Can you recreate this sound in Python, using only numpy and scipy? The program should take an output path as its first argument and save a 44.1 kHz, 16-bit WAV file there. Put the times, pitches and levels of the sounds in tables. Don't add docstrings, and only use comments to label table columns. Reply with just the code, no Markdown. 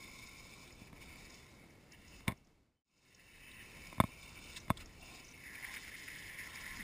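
import sys
import numpy as np
from scipy import signal
from scipy.fft import rfft, irfft
from scipy.io import wavfile

SR = 44100
rng = np.random.default_rng(int(sys.argv[2]) if len(sys.argv) > 2 else 0)


def master_out(mix):
    frames = np.transpose(np.atleast_2d(mix))
    ceiling = np.clip(frames, -1, 1)
    pcm = np.round(ceiling * 32767).astype(np.int16)
    wavfile.write(sys.argv[1], SR, pcm)


def gain_from_db(level_db):
    decades = np.asarray(level_db, float) / 20
    return 10 ** decades


N = 301203

# t/s, motor level/dB, whine f/Hz, gear load/dB, tyre level/dB
FIRST_RUN = [(0.0, -57, 2200, -11.5, -63.5), (0.5, -60.5, 2270, -8, -63.5), (0.84, -67, 2320, -3.5, -70),
             (1.11, -59, 2250, -9, -68.5), (1.36, -66, 2230, -2.5, -64.5), (1.6, -69.5, 2200, -9, -77),
             (1.88, -76, 2195, -3, -85), (2.14, -65.5, 2200, 3, -63.5), (2.52, -79, 2200, -5, -92)]
# t/s, motor level/dB, whine f/Hz, gear load/dB, tyre level/dB
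SECOND_RUN = [(2.949, -68.5, 2250, 1, -64), (3.5, -63, 2260, 4, -67), (3.74, -60.5, 2280, -2.5, -66),
              (4.17, -61, 2290, -5, -66), (4.53, -62.5, 2300, 1, -60), (4.68, -67.5, 2200, -5.5, -72.5),
              (4.92, -71.5, 2247, -0.5, -71), (5.1, -62, 2320, 1.5, -64), (5.33, -65, 2216, -2, -69.5)]
# t/s, motor level/dB, whine f/Hz, gear load/dB, tyre level/dB
IN_HAND = [(5.46, -59.5, 2202, -8, -66), (5.73, -57, 2225, -7, -58.5), (5.92, -59.5, 2200, -7.5, -61.5),
           (6.74, -55.5, 2228, -7.5, -60), (6.83, -55.5, 2175, -10, -62)]
# t/s, motor change/dB, tyre change/dB, length/s
STUMBLES = [(0.737, -6, -3, 0.06), (0.81, 2, 2, 0.045), (0.92, -13, -19, 0.048), (0.998, -7, -6, 0.022),
            (1.016, 6.5, 6, 0.026), (1.062, -4, -1, .04), (1.935, 10.5, 10, 0.032), (2.0, -0.5, 1, 0.066),
            (3.883, 1, 0, 0.044), (4.576, 9, 13.5, 0.019), (4.75, -3, -13, 0.025), (4.776, 2, 15.5, 0.012),
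            (4.811, 8.5, 8, 0.044), (4.85, -6, 0, 0.016), (5.04, 2, 3.5, 0.047), (5.146, -0.5, 6.5, 0.048),
            (5.644, 6, 2, 0.028), (6.808, 5, 3, 0.024)]
# start t/s, end t/s, gain/dB
ROUGH_GROUND = [
    (0.0, 0.62, -6),
    (4.1, 4.5, -4),
    (0.86, 0.962, 6),
    (1.224, 1.618, 4.5),
    (1.662, 2.3, 6),
    (3.056, 3.646, 8.5),
    (4.55, 4.6, 11),
    (4.78, 4.947, 9.5),
]
# f/Hz, width/Hz, level/dB
GRIT_PANELS = [(4183, 380, -8), (4670, 1300, -6), (5030, 300, -2.5), (5410, 440, -3), (5910, 280, -6.5)]
# start t/s, end t/s, gain/dB
SQUEEZES = [
    (0.0, 0.6, -3),
    (5.513, 5.816, 6),
    (6.437, 6.83, 6.5),
]
# t/s, peak level/dB, f/Hz, length/s
STONES = [(0.066, -59, 5330, 0.0092), (0.674, -55, 3630, 0.012), (0.7193, -54, 5100, 0.013),
          (1.344, -54, 5360, 0.013), (1.7, -64, 5470, 0.014), (1.92, -49.5, 5270, 0.005),
          (2.074, -53, 5270, 0.016), (2.37, -57, 5500, 0.01), (2.469, -56.5, 5410, 0.0071),
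          (3.077, -54, 5350, 0.016), (3.144, -44, 5600, 0.0088), (3.513, -49.5, 3680, 0.012),
          (3.817, -58, 5080, 0.014), (3.8685, -49.5, 5030, 0.0089), (4.227, -53, 3600, 0.011),
          (4.5617, -43.5, 3750, 0.012), (4.596, -47, 5970, 0.015), (4.7704, -43.5, 3520, 0.0089),
          (4.801, -54, 3950, 0.015), (4.8566, -47.5, 5440, 0.01), (5.195, -52, 4980, 0.011),
          (5.2425, -49, 5890, 0.013), (5.281, -48.5, 5900, 0.012), (5.3094, -51.5, 6050, 0.013),
          (6.551, -47.5, 5030, 0.012), (1.248, -58, 4500, 0.013), (1.297, -55, 5600, 0.012),
          (1.462, -60, 5300, 0.01), (2.445, -60, 5500, 0.009)]
# t/s, peak level/dB, f/Hz, length/s
RATTLES = [(0.704, -47, 2240, 0.013), (0.798, -54, 2420, 0.029), (4.5665, -44, 2660, 0.0082),
           (4.799, -44.5, 2605, 0.031), (5.55, -37.5, 2200, 0.01), (5.644, -33.5, 1977, 0.013),
           (5.7284, -37.5, 2005, 0.027), (5.761, -37, 2030, 0.016), (5.875, -39.5, 1960, 0.027),
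           (5.946, -39, 2035, 0.016), (6.078, -35.5, 2065, 0.015), (6.151, -38.5, 1986, 0.016),
           (6.3854, -39.5, 2053, 0.017), (6.5543, -40, 2250, 0.013)]
# start t/s, end t/s, level/dB, f/Hz, width/Hz
DRUMMING = [(4.98, 5.22, -68.5, 720, 190), (5.58, 5.72, -67, 824, 220), (1.32, 1.36, -69, 670, 220),
            (0.0, 0.68, -70, 1060, 100), (4.19, 4.56, -70, 3620, 120), (1.02, 1.2, -71, 4700, 500),
            (0.0, 0.5, -70, 5150, 300), (5.6, 6.9, -63, 3000, 1000), (5.68, 5.8, -62, 3600, 250),
            (4.3, 4.55, -72, 1450, 400), (2.76, 2.8, -68, 3050, 100), (6.76, 6.9, -57.5, 180, 125),
            (4.79, 4.84, -62, 1300, 450)]
# t/s, peak level/dB, thump re peak/dB, snap re peak/dB
KNOCKS = [(0.8152, -56.5, 14.5, -10), (0.928, -48, 2, -1.5), (2.205, -46.5, 0, 0.5),
          (2.2786, -26.5, 10, 9.5), (2.296, -34, 4.5, -8), (2.309, -39, 2, -5.5), (2.319, -36.5, 4, -2.5),
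          (3.926, -38.5, -10, -5), (3.98, -39.5, 3, -10), (4, -10.5, -5, -12.5), (4.0088, -33, -18, 2.5),
          (4.037, -26, 1, -16.5), (4.680, -47, 0, -2), (4.696, -47, -20, -1), (4.7015, -15.5, -4, -10.5)]
# t/s, level/dB
RUB = [(2.268, -73), (2.275, -52), (2.284, -38), (2.296, -50), (2.315, -55), (2.328, -63), (2.345, -76.5)]
# f/Hz, level/dB, t60/s
WALL_MODES = [(662, -17.5, 0.044), (1000, -7, 0.0052), (1070, -3.5, 0.027), (1275, -14, 0.036),
              (1570, -9, 0.0074), (1770, -4, 0.0082)]
# f/Hz, level/dB, t60/s
SNAP_MODES = [(1840, -11, 0.012), (2200, 7.5, 0.0094), (2765, -10.5, .01), (3245, -7.5, 0.0053),
              (3494, -6.5, 0.027), (4540, -27.5, .006), (5080, -20.5, 0.0033)]
# f/Hz, level/dB, t60/s
THUMP_MODES = [(117, -6.5, 0.043), (205, 3.5, 0.017)]
# t/s, buffeting level/dB
WIND = [(0.0, -62.5), (0.83, -64), (1.12, -57.5), (1.45, -66.5), (1.97, -69.5), (2.25, -53), (2.38, -65.5),
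        (2.6, -66), (3.0, -67), (3.4, -63), (3.75, -58), (4.35, -61.5), (4.74, -56), (5.08, -63),
        (5.5, -69.5), (6.7, -62), (6.83, -55)]
# f/Hz, level per Hz/dB
RUSH = [(60, -0.5), (150, 1), (300, -2), (450, -7), (700, -11), (1500, -18.5), (3000, -22.5), (6000, -21)]
# f/Hz, level per Hz/dB
SIDE_HISS = [(15, -29.5), (25, 9), (2210, -16), (4800, -16), (5900, -33), (7670, -62.5), (13000, -120)]

CUT_S, LIFTED_S, LIFT_S = 2.838, 5.36, 0.1


def whirr():
    level_db, whine_hz, load_db, _, lifted = drive()
    flutter_db = 1.2 * drift(27)
    running = np.arange(N) / SR < LIFTED_S

    jittered_hz = whine_hz + 55 * drift(45)
    tone = np.sqrt(2) * np.sin(2 * np.pi * np.cumsum(jittered_hz) / SR)
    whine = gain_from_db(-8.0) * running * tone
    whine = whine + gain_from_db(-2.5) * band_around(whine_hz, width_hz=240, per_s=4000, spread_db=4.5)
    whine = whine + gain_from_db(-12) * band_around(whine_hz, width_hz=480, per_s=4000, spread_db=6.0)

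    mesh_hz = 2661 + 6.0 * load_db + 30.0 * drift(3.3)
    mesh_db = level_db + load_db + 0.4 * drift(5.2)
    mesh = band_around(mesh_hz, width_hz=237, per_s=3700, spread_db=0.5)
    mesh = mesh + gain_from_db(-5.5) * twice(grains(2500, 3.3), 2970, 210)

    chassis_db = level_db - 8.5 + 0.4 * load_db + 12.5 * lifted
    chassis_db = chassis_db + sum(db * spell(start, end) for start, end, db in ROUGH_GROUND)
    chassis_db = chassis_db + 1.7 * drift(8) + 0.45
    chassis = twice(grains(4000, 3.4), 1980, 340) + gain_from_db(-4.5) * twice(grains(4000, 1.7), 1783, 270)

    return gain_from_db(flutter_db) * (gain_from_db(level_db + 0.9) * whine + gain_from_db(mesh_db) * mesh + gain_from_db(chassis_db) * chassis)


def drive():
    t = np.arange(N) / SR
    before_cut = np.arange(N) < CUT_S * SR
    course = np.where(before_cut, in_time(FIRST_RUN), in_time(SECOND_RUN + IN_HAND))
    motor_db, whine_hz, load_db, tyres_db = course
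    for s, motor_change_db, tyres_change_db, length_s in STUMBLES:
        bump = np.clip(1 - np.abs(t - s) / max(length_s, 0.005), 0, 1)
        motor_db = motor_db + motor_change_db * bump
        tyres_db = tyres_db + tyres_change_db * bump
    lifted = np.clip((t - LIFTED_S) / LIFT_S, 0, 1)
    return motor_db, whine_hz, load_db, tyres_db, lifted


def gravel():
    motor_db, _, _, grit_db, lifted = drive()
    excess_db = motor_db - grit_db
    crunch_db = 1.2 * drift(35)

    grit = sum(gain_from_db(db) * twice(grains(4000, 3.8), hz, width_hz) for hz, width_hz, db in GRIT_PANELS)
    grit_level_db = grit_db + crunch_db + 1.2 * drift(19) + 0.5

    high_hz = 3645 + 50.0 * drift(6.0)
    high = band_around(high_hz, width_hz=270, per_s=3000, spread_db=3.0)
    high = high + gain_from_db(-4) * twice(grains(3000, 3.0), 3500, 1200)
    high_db = grit_db - 4.5 + 0.2 * excess_db - 1.0 * lifted
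    high_db = high_db + crunch_db + 1.5 * drift(4.0) - 1.8

    low = twice(grains(1500, 1.1), 1044, 110)
    low = low + gain_from_db(-3.5) * twice(grains(1400, 4.2), 930, 330)
    low = low + gain_from_db(-3) * twice(grains(1500, 1.8), 1380, 180)
    low_db = grit_db - 6.5 + 0.5 * excess_db - 4.5 * lifted
    low_db = low_db + sum(db * spell(start, end) for start, end, db in SQUEEZES)
    low_db = low_db + 0.67 * drift(12) - 2.5

    return gain_from_db(grit_level_db) * rms_one(grit) + gain_from_db(high_db) * high + gain_from_db(low_db) * low


def stones():
    return bursts(STONES, width_hz=900, gain_db=3.0)


def rattles():
    return bursts(RATTLES, width_hz=670, gain_db=-2.5)


def drumming():
    return sum(gain_from_db(db) * spell(start, end) * twice(grains(1500, 3.2), hz, width_hz)
               for start, end, db, hz, width_hz in DRUMMING)


def knocks():
    s, peak_db, thump_db, snap_db = np.transpose(KNOCKS)
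    at = ((s + 0.0012) * SR).astype(int)
    body, snap, thump = np.zeros((3, N))
    body[at] = -gain_from_db(peak_db + 0.5)
    snap[at + 12] = -gain_from_db(peak_db + snap_db - 11.5)
    thump[at] = -0.35 * gain_from_db(peak_db + thump_db)
    thump[at + int(0.0028 * SR)] = 0.76 * gain_from_db(peak_db + thump_db)

    crackle = np.exp(-np.arange(400) / SR / 0.0022)
    snap = snap + 0.28 * signal.fftconvolve(snap, crackle)[:N] * grains(3400, 1.4)
    near_rub = np.abs(np.arange(N) / SR - 2.3) < 0.05
    drag = gain_from_db(in_time(RUB)[0] + 5.5) * near_rub * grains(2500, 0.83)
    body = body + gain_from_db(-11.5) * drag
    snap = snap + gain_from_db(-24) * drag

    soft = signal.windows.hann(int(0.00082 * SR))
    heavy = signal.windows.hann(int(0.00085 * SR))
    wall = ring(np.convolve(body, soft / soft.sum())[:N], WALL_MODES)
    wall = signal.sosfilt(signal.butter(2, 520, "high", fs=SR, output="sos"), wall)
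    swing = ring(np.convolve(thump, heavy / heavy.sum())[:N], THUMP_MODES)
    swing = signal.sosfilt(signal.butter(2, 55, "high", fs=SR, output="sos"), swing)
    return wall + ring(snap, SNAP_MODES) + swing


def wind():
    buffet_db, = in_time(WIND)
    rush_db = -63 + 0.15 * (buffet_db + 63.5)
    band = signal.butter(2, [18, 75], "band", fs=SR, output="sos")
    buffet = rms_one(signal.sosfilt(band, rng.standard_normal(N)))
    rush = coloured(RUSH, floor_hz=55)
    return gain_from_db(buffet_db + 2.0 * drift(2) - 1.0) * buffet + gain_from_db(rush_db + 0.76 * drift(10) + 3.0) * rush


def amplifier_hiss():
    return gain_from_db(-80) * coloured(SIDE_HISS, floor_hz=20)


def edit_fade():
    t = np.arange(N) / SR - CUT_S
    fade_s = np.where(t < 0, 0.94, 0.93)
    return np.clip((np.abs(t) - 0.004) / fade_s, 0, 1) ** 1.01


def bursts(events, width_hz, gain_db):
    out, noise = np.zeros(N), grains(9000, 4.6)
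    for s, peak_db, hz, length_s in events:
        at = int(s * SR)
        t = np.arange(int(0.06 * SR)) / SR / max(length_s, 0.002)
        t = t[:N - at]
        scrape = twice(noise[at:at + len(t)] * t * np.exp(-3 * t), hz, width_hz)
        out[at:at + len(t)] += gain_from_db(peak_db + gain_db) * scrape / np.abs(scrape).max()
    return out


def band_around(hz, width_hz, per_s, spread_db):
    low = signal.butter(4, width_hz / 2, fs=SR, output="sos")
    pair = signal.sosfilt(low, [grains(per_s, spread_db), grains(per_s, spread_db)])
    phase = 2 * np.pi * np.cumsum(hz) / SR
    return rms_one(pair[0] * np.cos(phase) + pair[1] * np.sin(phase))


def grains(per_s, spread_db):
    sizes = gain_from_db(spread_db * np.minimum(rng.exponential(1, N), 4)) * rng.choice([-1, 1], N)
    return rms_one(sizes * (rng.random(N) < per_s / SR))


def ring(clicks, modes):
    out = 0
    for hz, level_db, t60_s in modes:
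        r = gain_from_db(-60 / (t60_s * SR))
        w = 2 * np.pi * hz / SR
        numerator = [0, gain_from_db(level_db) * np.sin(w)]
        out = out + signal.lfilter(numerator, [1, -2 * r * np.cos(w), r * r], clicks + 1e-18)
    return out


def resonate(x, hz, width_hz):
    r = np.exp(-np.pi * width_hz / SR)
    numerator = np.array([1, 0, -1]) * (1 - r * r) / 2
    return signal.lfilter(numerator, [1, -2 * r * np.cos(2 * np.pi * hz / SR), r * r], x)


def twice(x, hz, width_hz):
    return rms_one(resonate(resonate(x, hz, width_hz), hz, width_hz))


def coloured(spectrum, floor_hz):
    hz = np.fft.rfftfreq(N, 1 / SR) + 1
    corner_hz, level_db = np.transpose(spectrum)
    colour = gain_from_db(np.interp(np.log(hz), np.log(corner_hz), level_db))
    return rms_one(irfft(rfft(rng.standard_normal(N)) * colour * (hz > floor_hz), N))


def drift(rate):
    r = np.exp(-80 * np.pi * rate / SR)
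    slow = signal.lfilter([1], [1, -2 * r, r * r], rng.standard_normal(N // 40 + 2002))[2000:]
    return np.interp(np.arange(N) / 40, np.arange(len(slow)), rms_one(slow))


def spell(start, end):
    t = np.arange(N) / SR
    return np.clip(np.minimum(t - start, end - t) / 0.068 + 0.5, 0, 1)


def in_time(rows):
    s, *columns = np.transpose(rows)
    return [np.interp(np.arange(N) / SR, s, c) for c in columns]


def rms_one(x):
    return x / np.sqrt(np.mean(x ** 2) + 1e-20)


def scene():
    mono = whirr() + gravel() + stones() + rattles() + drumming() + knocks() + wind()
    fade = edit_fade()
    mono = mono * fade
    side = amplifier_hiss() * fade
    return np.array([mono + side, mono - side])


def top_cut(x):
    return signal.sosfilt(signal.butter(12, 16500, fs=SR, output="sos"), x)


def record(dry):
    slow = signal.resample_poly(dry, 40, 147, axis=1)
    held = signal.resample_poly(np.repeat(slow, 4, axis=1), 147, 160, axis=1)[:, 1:N + 1]
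    held = np.pad(held, ((0, 0), (0, N - held.shape[1])))
    kept = signal.sosfiltfilt(signal.cheby2(12, 30, 15600, fs=SR, output="sos"), held)
    loudness = np.clip(np.abs(held) / 0.05, 0, 1)
    mix = kept + gain_from_db(-26.5) * loudness * (held - kept)
    return top_cut(mix)


dry = scene()
out = record(dry)
master_out(out)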